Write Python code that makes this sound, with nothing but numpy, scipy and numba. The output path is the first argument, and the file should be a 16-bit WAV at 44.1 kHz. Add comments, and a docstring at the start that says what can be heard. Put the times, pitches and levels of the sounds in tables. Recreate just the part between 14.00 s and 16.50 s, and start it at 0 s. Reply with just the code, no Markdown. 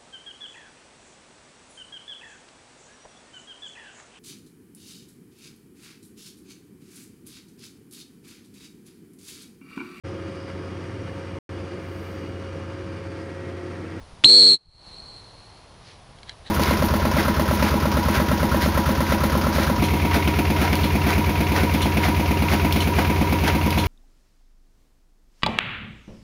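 """A breath of light wind, then one hard, trilling blast on a pea whistle beside the microphone.
An air jet at the lip drives the chamber's resonance, and the circling pea modulates pitch and level.
The meadow grass and then the far forest edge scatter the sound back. An automatic gain control ducks
under the blast and recovers; near the end some handled gear swishes, clicks and rustles."""
import sys
import numpy as np
from scipy import signal
from scipy.fft import rfft, irfft
from scipy.io import wavfile
from scipy.ndimage import uniform_filter1d, minimum_filter1d, map_coordinates
from numba import njit

SR = 44100
rng = np.random.default_rng(int(sys.argv[2]) if len(sys.argv) > 2 else 0)


def generate_wav(signal):
    """Clip the signal to [-1, 1] and save it as 16-bit WAV at the path in sys.argv[1]."""
    frames = np.transpose(np.atleast_2d(signal))
    scaled = np.clip(frames, -1, 1) * 32767
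    pcm = np.round(scaled).astype(np.int16)
    wavfile.write(sys.argv[1], SR, pcm)


N = 110250
T = np.arange(N) / SR

# course of the blast: time_s, centre_pitch_hz, blowing_level_db, nominal_pea_turns_per_s
BLAST = [(.243, 2605, -10, 126), (.248, 4080, 4.5, 80.5), (.272, 4199, -4, 100), (0.296, 4270, -1, 135),
         (.36, 4272, -0.5, 125), (0.481, 4235, -2, 120), (.525, 4205, -3.5, 90), (.546, 4168, -7.5, 93),
         (.556, 4134, -18, 96), (0.573, 4120, -36, 80)]
# the pea striking the chamber wall: centre_s, level_db
PEA_TICKS = [(0.257, -2.5), (0.2994, -2), (.3850, -8), (.4280, -7), (0.47, -6), (.5130, -6.5)]
# air noise at the lip: frequency_hz, relative_density_db
AIR_SPECTRUM = [(100, 2.5), (700, 3.5), (1500, -6), (2600, 0), (3700, 6.5), (4900, 2), (6300, -3),
                (8000, -2.5), (9500, -3), (11000, -10)]
# the burst before the tone speaks: frequency_hz, relative_density_db
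CHIFF_SPECTRUM = [(40, -13), (200, -10), (600, -17.5), (1300, -11.5), (2000, -7.5), (2900, -1.5),
                  (4200, -7), (6000, -22.5), (11000, -33.5)]
# returns from grass and trees: delay_s, rise_s, t60_s, level_db
ECHOES = [(0.019, .02, 2.2, -50.5), (.61, 0.067, 0.57, -57), (.88, 0.11, 1.24, -66)]
# impacts within the gear: start_s, level_db
CLICKS = [(2.1864, -33.5), (2.231, -26), (2.273, -44), (2.2941, -17), (2.3178, -31), (2.4617, -54.5),
          (2.47, -33)]
# resonances of the gear: frequency_hz, relative_level_db, t60_s
GEAR_MODES = [(1650, -8, 0.032), (2190, -2.5, .011), (3295, -0.5, 0.018), (4070, 0.5, 0.019),
              (4324, -7, 0.0097), (7900, -23, 0.0086)]
# gear parts rubbing: centre_s, half_length_s, level_db
RUSTLES = [(2.30, .03, -49.5), (2.474, 0.021, -45.5)]
# friction noise of the gear: frequency_hz, relative_density_db
RUSTLE_SPECTRUM = [(500, -29.5), (1300, -17), (1700, 7.5), (2500, -4.5), (4000, 8.5), (5200, -11),
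                   (8000, -21), (11000, -23)]
# brushed cloth or grass: frequency_hz, relative_density_db
SWISH_SPECTRUM = [(500, -24), (1200, -10), (1900, 1.5), (3000, -1.5), (4300, 3.5), (6200, -7), (7500, -20),
                  (11000, -22)]
# wind over the meadow: frequency_hz, relative_density_db
WIND_SPECTRUM = [(12, -32.5), (20, -1.5), (114, -3), (264, -15), (402, -14), (699, -13), (1010, -13.5),
                 (1500, -21), (1950, -23), (3870, -23.5), (4300, -23), (5590, -27), (7870, -37.5),
                 (8980, -32.5), (10800, -29.5), (14000, -60), (22000, -120)]
# gusts striking the microphone: centre_s, half_length_s, level_db
BUFFETS = [(.01, 0.026, -39.5), (.15, 0.055, -44.5), (.68, 0.029, -33.5), (.76, .015, -37)]
# rumble of those gusts: frequency_hz, relative_density_db
BUFFET_SPECTRUM = [(20, 1), (60, -1.5), (130, -10.5), (300, -29), (1000, -70)]


def whistle():
    """Jet-driven cavity resonance: each uneven turn of the pea swells the tone, then pulls it flat."""
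    whistle_db, attack_s, release_s = 12.5, .002, .0068
    trill_hz, trill_db, lead_turns = 360, 5, .07
    times, *curves = np.array(BLAST, float).T
    centre_hz, blowing_db, turn_rate = (np.interp(T, times, curve) for curve in curves)
    stumble, level_scatter, pitch_scatter = rng.standard_normal((400, 3)).T  # one of each per turn
    lengths = 1 + .26 * (np.minimum(stumble ** 2, 3) - .5)
    even_turns = np.cumsum(turn_rate * (T > times[0])) / SR
    count = np.arange(len(lengths))
    turn = np.interp(even_turns, np.cumsum(lengths) - lengths[0], count)
    pitch_hz = centre_hz + trill_hz * (np.abs(np.sin(np.pi * turn)) - 2 / np.pi)
    pitch_hz += 25.2 * wander(1500) + 25.03 * np.interp(turn, count, pitch_scatter)
    # a rounded sawtooth: the swell collapses just before each dip in pitch
    swell_db = trill_db * (uniform_filter1d((turn + lead_turns) % 1, size=64) - .5)
    swell_db += .03 * np.interp(turn, count, level_scatter)
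    gate = np.clip((T - times[0]) / attack_s, 0, 1) * np.clip(1 - (T - times[-1]) / release_s, 0, 1)
    tone = np.sqrt(2) * np.sin(2 * np.pi * np.cumsum(pitch_hz) / SR) * undb(blowing_db + swell_db)
    hiss = undb(-28 + .69 * blowing_db + swell_db) * noise(AIR_SPECTRUM)  # grows less than the tone
    return gate * undb(whistle_db) * (tone + hiss)


def pea_ticks():
    """Impact noise: each brief contact of pea and wall radiates a broadband tick."""
    return swells([(centre_s, .00084, db) for centre_s, db in PEA_TICKS]) * noise(AIR_SPECTRUM)


def chiff():
    """Onset transient: the jet first hits the lip with a short turbulent burst."""
    start_s, rise_s, length_s, decay_s = .23804, .001, .012, .0045
    age = T - start_s
    envelope = np.clip(age / rise_s, 0, 1) * np.exp(-np.maximum(age - length_s, 0) / decay_s)
    return undb(-13.5) * noise(CHIFF_SPECTRUM) * envelope


def meadow_echoes(x):
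    """Diffuse reflection: grass and forest edge return decaying tails, dulled by air absorption."""
    response = 0
    for delay, rise, t60, db in ECHOES:
        age = np.maximum(T - delay, 0)
        tail = rng.standard_normal(N) * np.minimum(age / rise, 1) * decay(age, t60)
        response += undb(db) * unit_rms(tail) / np.sqrt(N)
    return lowpass(signal.fftconvolve(x, response)[:N], hz=7200)


def gear_clicks():
    """Modal ringing: short contacts between small hard parts excite their damped resonances."""
    contact_s = .0012
    force = np.zeros(N)
    for start, db in CLICKS:
        contact = rng.standard_normal(N) * (T >= start) * np.exp(-np.abs(T - start) / contact_s)
        force += undb(db) * unit_rms(contact) / np.sqrt(N)
    ring = sum(undb(db) * np.sin(2 * np.pi * hz * T) * decay(T, t60) for hz, db, t60 in GEAR_MODES)
    knocks = signal.fftconvolve(force, ring / np.abs(ring).max())[:N]
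    return signal.sosfilt(signal.butter(2, 1300, "high", fs=SR, output="sos"), knocks)


def gear_rustle():
    """Friction noise: a soft swish of cloth or grass, then the grainy rubbing of the gear."""
    swish = swells([(1.895, .061, -50.5)]) * noise(SWISH_SPECTRUM)
    grain = undb(2 * wander(400))
    return swish + swells(RUSTLES) * unit_rms(noise(RUSTLE_SPECTRUM) * grain)


def wind():
    """Turbulence: a steady hiss over a barely flickering rumble; a few gusts buffet the microphone."""
    air = noise(WIND_SPECTRUM)
    rumble = lowpass(lowpass(air, hz=180)[::-1], hz=180)[::-1]  # zero phase, so it subtracts cleanly
    hiss = air - rumble
    breeze = undb(-48.5) * (hiss + rumble * undb(-.1 * wander(12)))
    return breeze + swells(BUFFETS) * noise(BUFFET_SPECTRUM)


@njit
def gain_reduction(excess_db):
    """Compression: the cut in dB follows the excess level quickly, holds, then recovers steadily."""
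    attack_s, hold_s, recover_db_per_s = .005, .12, 112
    out, cut, wait = np.zeros(len(excess_db)), 0., 0.
    for i, excess in enumerate(excess_db):
        wait = hold_s * SR if excess > 0 else wait - 1
        if excess > cut:
            cut += (excess - cut) / (attack_s * SR)
        elif wait < 0:
            cut = max(cut - recover_db_per_s / SR, 0.)
        out[i] = cut
    return out


def undb(db):
    """Decibel law: 20 dB is a factor of ten in amplitude."""
    return 10 ** (np.asarray(db) / 20)


def unit_rms(x):
    """Normalisation to rms 1."""
    return x / np.sqrt(np.mean(x ** 2))


def decay(age_s, t60_s):
    """Exponential damping: 60 dB in t60_s."""
    return np.exp(-np.log(1000) * age_s / t60_s)


def wander(rate_hz):
    """Random modulation: twice-smoothed noise of rms 1."""
    width = max(int(SR / rate_hz), 1)
    return unit_rms(uniform_filter1d(uniform_filter1d(rng.standard_normal(N), width), width))


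def noise(spectrum):
    """Spectral shaping: noise of rms 1 through points of frequency_hz, relative_density_db."""
    hz, db = np.array(spectrum, float).T
    bins_hz = np.maximum(np.fft.rfftfreq(N, 1 / SR), 1)
    gain = undb(np.interp(np.log(bins_hz), np.log(hz), db))
    return unit_rms(irfft(rfft(rng.standard_normal(N)) * gain, N))


def lowpass(x, hz):
    """Second-order Butterworth low-pass."""
    return signal.sosfilt(signal.butter(2, hz, fs=SR, output="sos"), x)


def swells(rows):
    """Gaussian envelopes, one for each row of centre_s, half_length_s, level_db."""
    return sum(undb(db) * np.exp(-((T - centre) / half) ** 2) for centre, half, db in rows)


def scene():
    """Superposition: the blast, its echoes, the wind and the gear add in one channel."""
    blast = whistle() + pea_ticks() + chiff()
    return (blast + meadow_echoes(blast) + wind() + gear_clicks() + gear_rustle())[None]


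def record(dry):
    """Gain control ducks the blast, a limiter catches its onset, and timing error adds side tones."""
    threshold_db, ceiling, clock_hz, cutoff_hz = -8, .88, 48000, 10900
    x = dry[0]
    level_db = 10 * np.log10(np.abs(uniform_filter1d(x ** 2, size=256)) + 1e-12)
    x = x * undb(-gain_reduction(level_db - threshold_db))
    limiter_gain = ceiling / np.maximum(np.abs(x), ceiling)
    x = x * uniform_filter1d(minimum_filter1d(limiter_gain, size=64), size=64)
    nearest_tick_s = np.round(T * clock_hz) / clock_hz  # a coarse change of sample rate
    x = map_coordinates(x, [nearest_tick_s * SR], mode="mirror")
    return signal.sosfilt(signal.ellip(12, .2, 90, cutoff_hz, fs=SR, output="sos"), x)[None]


dry = scene()
out = record(dry)
generate_wav(out)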